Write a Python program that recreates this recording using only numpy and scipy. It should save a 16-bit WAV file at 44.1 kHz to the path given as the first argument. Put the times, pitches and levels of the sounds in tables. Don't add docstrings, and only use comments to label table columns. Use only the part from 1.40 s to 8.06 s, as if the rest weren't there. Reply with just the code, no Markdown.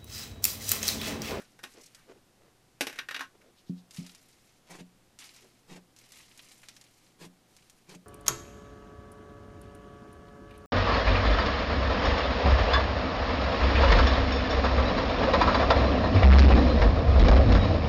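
import sys
import numpy as np
from scipy import signal
from scipy.fft import rfft, irfft
from scipy.io import wavfile

SR = 44100
rng = np.random.default_rng(int(sys.argv[2]) if len(sys.argv) > 2 else 0)


def put_to_file(sound):
    columns = np.atleast_2d(sound).T
    safe = np.clip(columns, -1, 1)
    whole_steps = np.round(safe * 32767)
    wavfile.write(sys.argv[1], SR, whole_steps.astype(np.int16))


N = 293706
TIME_S = np.arange(N) / SR
RING_S = TIME_S[:SR // 2]

# start, rise and length in seconds, crackle level
# in dB, time to yield by half in seconds.
STROKES = [(0, 0.018, 0.49, -63, 0.11), (0.249, 0.086, 0.38, -57, 0.12), (2.497, 0.078, 0.65, -49.5, 0.063),
           (3.789, 0.0093, 0.092, -49, 0.13), (3.9, 0.082, 0.29, -55, 0.041), (4.56, .015, 0.18, -60, 0.41),
           (4.662, 0.14, 0.3, -51.5, 0.047), (4.854, .19, 0.83, -57.5, 0.37),
           (6.06, 0.059, 0.33, -65.5, .4)]
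# start in seconds, relative level in dB, pitch in Hz.
POPS = [(0.548, -32, 6200), (2.509, -31.5, 5870), (2.5455, -32, 6500), (2.571, -30, 5040),
        (2.665, -30, 5270), (2.695, -34, 4000), (2.749, -32.5, 5900), (3.789, -28.5, 6300),
        (3.823, -33, 3230), (3.963, -35, 5860), (4.564, -37.5, 6100), (4.588, -35.5, 6660),
        (4.721, -30.5, 6950), (4.914, -41, 3000), (4.976, -33.5, 7000), (4.993, -31.5, 3330),
        (5.087, -38.5, 6000), (5.1195, -35, 7450), (5.2332, -36, 2140), (5.2864, -26, 4850),
        (5.366, -33.5, 5150), (5.413, -33.5, 5600), (5.441, -43, 4500), (6.166, -36.5, 6250),
        (6.298, -35, 6500)]
# start and length in seconds, levels of tear, suction and tub drop in dB.
PULLS = [(3.314, 0.084, -50, -50.5, -45), (4.311, .053, -52.5, -51, -54.5),
         (5.819, .034, -51.5, -52.5, -50), (6.503, 0.044, -53.5, -52, -48.5)]
# time as a share of the pull, half-width in seconds, tear and suction
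# offsets in dB.
FINGERS = [(0, 0.015, 0, -3), (0.439, 0.013, -2, -1.5), (0.999, .008, -.5, -2)]
# frequency in Hz, gain in dB.
FOAM_EQ = [(300, -9.5), (1000, -3), (1400, -5), (2000, 1), (3500, -1.5), (6000, -0.5), (9000, -3),
           (12000, -5), (14000, -9)]
POP_EQ = [(200, -16), (900, 1), (2000, 7.5), (7000, 8.5), (11000, 10), (14000, 5)]
TEAR_EQ = [(300, -6), (600, 2), (1000, 3), (1350, -5), (1900, 3), (3000, 0), (4500, -0.5), (7000, -1.5),
           (10000, -7), (14000, -11)]
SUCTION_EQ = [(80, -20), (130, -15), (175, 15.5), (225, -26), (290, -1.5), (430, 0), (620, -14.5),
              (1000, 2)]

# start in seconds, level in dB, flatness (0 rim, 1 flat), pitch of the
# struck spot in Hz.
LID_BLOWS = [(0.002, -53.5, 1, 1310), (0.017, -57, .9, 1330), (0.191, -54, 0.74, 1480),
             (0.233, -52, 1, 1200), (0.2373, -46.5, 0.81, 1000), (0.2384, -41, 0.79, 2680),
             (1.409, -27, 0.96, 2650), (1.4691, -35.5, 0.94, 2540), (1.581, -50, .5, 1790),
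             (1.5886, -32.5, 0.17, 2100), (1.6869, -35.5, 0.082, 2000), (1.7106, -37, 0.38, 1700),
             (1.7451, -33.5, 0, 2420), (1.7635, -36.5, 0.23, 2270), (1.7937, -39, 0.31, 2030),
             (1.8082, -33.5, 0.12, 1180)]
# start and gap in seconds, first level in dB, flatness, pitch in Hz.
LID_CHATTERS = [(1.497, .031, -45.5, 0.86, 2260), (1.823, .011, -46, 0.05, 1220)]
# frequency in Hz, gain in dB.
LID_MODES = [(1077, -4), (1139, -9), (1421, -4), (1490, 2), (1578, 1.5), (1642, 1.5), (1758, -3), (1860, 4),
             (1913, -5.5), (2090, -9.5), (2310, -3), (2465, 0), (2650, 2), (2825, 3), (2920, -3.5),
             (3275, -8), (3470, -6.5), (3558, -9), (3802, 5.5), (4064, -1), (4635, -2), (5000, -1.5),
             (5840, 5)]
# frequency in Hz, gain in dB.
CRACK_EQ = [(300, -46.5), (750, -8.5), (1200, -2), (1650, -2.5), (2700, -8), (3250, -6), (3800, -5),
            (4500, -9), (6000, -11.5), (8000, -22.5)]
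TICK_EQ = [(2500, -12), (5500, 8.5), (7300, 1), (10000, 0.5), (12500, 0), (14000, -12)]
THUD_EQ = [(80, -67), (160, -43), (260, 6.5), (400, 2), (520, 5), (820, -1.5), (1050, -4), (2000, -23.5)]
RADIATION_EQ = [(30, -64), (60, -15), (100, -6.5), (150, 1.5), (200, 2), (1000, -7.5)]
# frequency in Hz, gain in dB, T60 in seconds.
TABLE_MODES = [(269, -3.5, 0.17), (367, -7, 0.2), (450, -2.5, 0.14), (525, 6.5, 0.024), (605, 0, 0.1),
               (718, -1.5, 0.12), (826, 4.5, 0.1), (856, -6, 0.12)]
UNDER_TUB_MODES = [(120, -11, 0.056), (159, 3, 0.03), (179.5, 9, 0.28), (204.6, -0.5, 0.2),
                   (264.4, 5, 0.21), (352.3, 2.5, 0.15), (470, -1.5, 0.19), (612, 7.5, 0.16)]
# start in seconds, level in dB, contact in milliseconds.
TUB_BUMPS = [(2.295, -31.5, 2.6), (2.583, -35, 4.6), (2.603, -43, 2.85), (2.631, -51, 1.34),
             (4.311, -48.5, 1.5)]

# centre and half-width in seconds, level in dB, pitch in Hz.
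RUBS = [(0.38, 0.024, -54.5, 420), (0.59, 0.038, -65.5, 1960), (0.708, 0.019, -50.5, 435),
        (0.77, 0.016, -60, 450), (1.05, 0.037, -63.5, 442), (1.545, 0.067, -54, 2120),
        (1.953, 0.0065, -58.5, 487), (2.02, 0.0049, -60.5, 1940), (2.06, 0.037, -62.5, 457),
        (4.051, 0.018, -59.5, 440), (4.375, 0.013, -53.5, 444)]
# multiple of the pitch, gain in dB.
RUB_EQ = [(.06, -67), (.3, -31), (.6, -6.5), (.85, 0), (1.2, -3.5), (1.9, -16), (3.2, -18), (6, -24),
          (16, -32), (35, -64)]
# frequency in Hz, gain in dB.
AIR_EQ = [(15, -0.5), (24, -4), (40, -13), (70, -7.5), (110, -9), (180, -5.5), (300, -6.5), (450, -12),
          (700, -14), (1200, -17.5), (2500, -20.5), (5000, -22), (10000, -26), (14000, -30.5)]
# frequency in Hz, level in dB.
HUM_LINES = [(119.7, -76), (350, -85.5), (516, -86.5), (749, -84)]


def foam(spots=10):
    effort = strain()
    out = np.zeros(N)
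    for _ in range(spots):
        crackle = cells(per_s=130, spread_db=4, centre_hz=5200, octaves=1.3, cycles=.65)
        out += through(effort * unit(crackle), nearby())
    return colour(out / np.sqrt(spots), FOAM_EQ)


def strain(let_go_s=0.11):
    out = np.zeros(N)
    for start_s, rise_s, length_s, db, yield_s in STROKES:
        age_s = TIME_S - start_s
        load = np.clip(age_s / rise_s, 0, 1) / (1 + np.maximum(age_s - rise_s, 0) / yield_s)
        release = np.clip((length_s - age_s) / let_go_s + 1, 0, 1)
        out = np.hypot(out, undb(db) * load * release)
    return out


def cells(per_s, spread_db, centre_hz, octaves, cycles):
    out = np.zeros(N)
    for when, rarity, pitch in rng.random((int(per_s * N / SR), 3)):
        hz = centre_hz * 2 ** (octaves * (2 * pitch - 1))
        strength = undb(-spread_db * np.log(max(rarity, .02)))
        add(out, when * N / SR, strength * hz / centre_hz * burst(hz, cycles))
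    return out


def burst(hz, cycles, samples=256):
    turns = min(hz, .3 * SR) * TIME_S[:samples]
    return np.sin(2 * np.pi * turns) * np.exp(-turns / cycles)


def pops(snap_db=-43.5, snap_hz=2600, small_per_s=26, over_strain_db=19, small_hz=5250, octaves=0.77):
    large, small = np.zeros(N), np.zeros(N)
    snaps = [(start_s + length_s, snap_db, snap_hz) for start_s, length_s, *_ in PULLS]
    for start_s, db, hz in list(POPS) + snaps:
        add(large, start_s, undb(db) * through(nearby(), burst(hz, cycles=0.46)))
    effort = strain()
    for slot, (when, size, pitch) in enumerate(rng.random((int(small_per_s * N / SR), 3))):
        start_s = (slot + when) / small_per_s
        hz = small_hz * 2 ** (octaves * (2 * pitch - 1))
        strength = undb(over_strain_db) * size ** 2 * effort[int(start_s * SR)]
        add(small, start_s, strength * burst(hz, cycles=0.65))
    return colour(large + through(small, nearby()), POP_EQ)


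def squelches(creak_db=-9.5, creak_share=0.57, hollow_db=-9):
    tear = colour(cells(per_s=2400, spread_db=3.5, centre_hz=3300, octaves=2, cycles=.5), TEAR_EQ)
    gulp = colour(cells(per_s=600, spread_db=1, centre_hz=350, octaves=1, cycles=.7), SUCTION_EQ)
    tears, gulps = np.zeros(N), np.zeros(N)
    for start_s, length_s, tear_db, gulp_db, _ in PULLS:
        tears += undb(tear_db + creak_db) * swell(tear, start_s + length_s / 4, creak_share * length_s)
        for share, half_s, finger_tear_db, finger_gulp_db in FINGERS:
            free_s = start_s + share * length_s
            tears += undb(tear_db + finger_tear_db) * through(swell(tear, free_s, half_s), nearby())
            gulps += undb(gulp_db + finger_gulp_db) * swell(gulp, free_s, half_s)
    hollow = through(gulps, table_ring(TABLE_MODES))
    return tears + gulps + undb(hollow_db) * np.std(gulps) * unit(hollow)


def lid(ring_db=-6.0, crack_db=-2, focus_db=7, knock_db=-5):
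    out = np.zeros(N)
    board = attack(table_ring(TABLE_MODES))
    for start_s, db, flatness, spot_hz in lid_blows():
        ring = attack(lid_ring())
        crack = attack(colour(echoes(early_db=4, early_t60_s=.05, late_db=-1, late_t60_s=.16), CRACK_EQ))
        spot_eq = [(spot_hz / 2, 0), (spot_hz, focus_db), (spot_hz * 2, 0), (spot_hz * 4, -4)]
        shell = attack(colour(undb(ring_db) * ring + undb(crack_db) * crack, spot_eq))
        tick = attack(colour(echoes(early_db=5, early_t60_s=.079, late_db=-2, late_t60_s=.22), TICK_EQ))
        knock = attack(colour(echoes(early_db=5, early_t60_s=.05, late_db=2, late_t60_s=.2), THUD_EQ))
        thud = attack(colour(board + undb(knock_db) * knock, RADIATION_EQ))
        tick_db = np.interp(flatness, [0, 1], [-19.5, -5])
        thud_db = np.interp(flatness, [0, 1], [-20.5, -3.5])
        add(out, start_s, undb(db) * (shell + undb(tick_db) * tick + undb(thud_db) * thud))
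    return out


def lid_blows(bounces=3, loss_db=3.5):
    chatter = [(start_s + k * gap_s, db - k * loss_db, flatness, hz)
               for start_s, gap_s, db, flatness, hz in LID_CHATTERS for k in range(bounces)]
    return list(LID_BLOWS) + chatter


def lid_ring(scatter_db=2.5, detune=0.0042):
    mode_hz, mode_db = np.transpose(LID_MODES)
    mode_t60_s = .145 * (1700 / mode_hz) ** .4
    size, side = rng.standard_normal((len(mode_hz), 2)).T
    gains = np.sign(side) * undb(mode_db + scatter_db * size)
    bent_hz = mode_hz * (1 + detune * side)
    return sum(gain * fade(t60_s) * np.sin(2 * np.pi * hz * RING_S)
               for gain, hz, t60_s in zip(gains, bent_hz, mode_t60_s))


def tub(scuff_db=-12, drop_lag_s=0.00884, drop_contact_ms=1.57):
    out = np.zeros(N)
    board = attack(table_ring(UNDER_TUB_MODES))
    drops = [(start_s + length_s + drop_lag_s, db, drop_contact_ms)
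             for start_s, length_s, _, _, db in PULLS]
    for start_s, db, contact_ms in list(TUB_BUMPS) + drops:
        push = np.sin(np.pi * np.minimum(RING_S * 1000 / contact_ms, 1))
        scuff = attack(colour(rng.standard_normal(len(RING_S)) * fade(t60_s=0.11), THUD_EQ))
        flex = through(board + undb(scuff_db) * scuff, push)
        add(out, start_s, undb(db) * attack(colour(flex, RADIATION_EQ)))
    return out


def table_ring(modes):
    return sum(undb(db) * fade(t60_s) * np.cos(2 * np.pi * hz * RING_S) for hz, db, t60_s in modes)


def rubs():
    out = np.zeros(N)
    for centre_s, half_s, db, hz in list(RUBS) + thread_rasps() + finger_brushes():
        slips = rng.standard_normal(len(RING_S)) * (rng.random(len(RING_S)) < 6 * hz / SR)
        rub_eq = [(hz * multiple, gain_db) for multiple, gain_db in RUB_EQ]
        out += undb(db) * swell(colour(slips, rub_eq), centre_s, half_s)
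    return out


def thread_rasps(first_s=.415, gap_s=.025, half_s=0.0052, db=-55.5, growth_db=1.5, hz=6700):
    return [(first_s + k * gap_s, half_s, db + k * growth_db, hz) for k in range(3)]


def finger_brushes(first_s=2.19, gap_s=.1, half_s=0.017, db=-64.5, hz=4430):
    return [(first_s + k * gap_s, half_s, db, hz) for k in range(3)]


def nearby():
    return echoes(early_db=2.5, early_t60_s=0.055, late_db=-5.0, late_t60_s=0.096)


def echoes(early_db, early_t60_s, late_db, late_t60_s):
    response = np.zeros(len(RING_S))
    for db, t60_s in (early_db, early_t60_s), (late_db, late_t60_s):
        tail = rng.standard_normal(len(RING_S)) * fade(t60_s) * (RING_S > .001)
        response += undb(db) * tail / np.linalg.norm(tail)
    response[0] = 1
    return response / np.linalg.norm(response)


def room_tone(air_db=-65, waver=0.17):
    knots_s = np.linspace(0, N / SR, 30)
    hum = np.zeros(N)
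    for hz, db in HUM_LINES:
        drift = np.interp(TIME_S, knots_s, rng.standard_normal(len(knots_s)))
        hum += undb(db) * np.sqrt(2) * np.sin(2 * np.pi * hz * TIME_S) * (1 + waver * drift)
    return hum + undb(air_db) * unit(colour(rng.standard_normal(N), AIR_EQ))


def swell(x, centre_s, half_s):
    middle_s = RING_S[len(RING_S) // 2]
    bell = np.exp(-.5 * ((RING_S - middle_s) / half_s) ** 2)
    piece = bell * np.roll(x, -rng.integers(len(x)))[:len(RING_S)]
    out = np.zeros(N)
    add(out, centre_s - middle_s, piece * np.linalg.norm(bell) / np.linalg.norm(piece))
    return out


def colour(x, eq, taps=4096):
    hz, db = np.transpose(eq)
    bin_db = np.interp(np.log(np.fft.rfftfreq(taps, 1 / SR) + 1), np.log(hz), db)
    cepstrum = irfft(np.log(undb(bin_db)))
    cepstrum[1:taps // 2] *= 2
    cepstrum[taps // 2 + 1:] = 0
    return through(x, irfft(np.exp(rfft(cepstrum))))


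def through(x, response):
    return signal.fftconvolve(x, response)[:len(x)]


def add(out, start_s, x):
    i = max(int(start_s * SR), 0)
    out[i:i + len(x)] += x[:max(N - i, 0)]


def fade(t60_s):
    return np.exp(-np.log(1000) * RING_S / t60_s)


def attack(x):
    return x / np.sqrt(np.mean(x[:SR // 100] ** 2))


def unit(x):
    return x / np.sqrt(np.mean(x ** 2))


def undb(db):
    return 10 ** (np.asarray(db) / 20)


def scene():
    return (room_tone() + lid() + tub() + rubs() + pops() + foam() + squelches())[None]


def record(dry, top_hz=14100):
    return signal.sosfilt(signal.ellip(10, .2, 70, top_hz, fs=SR, output="sos"), dry, axis=-1)


dry = scene()
out = record(dry)
put_to_file(out)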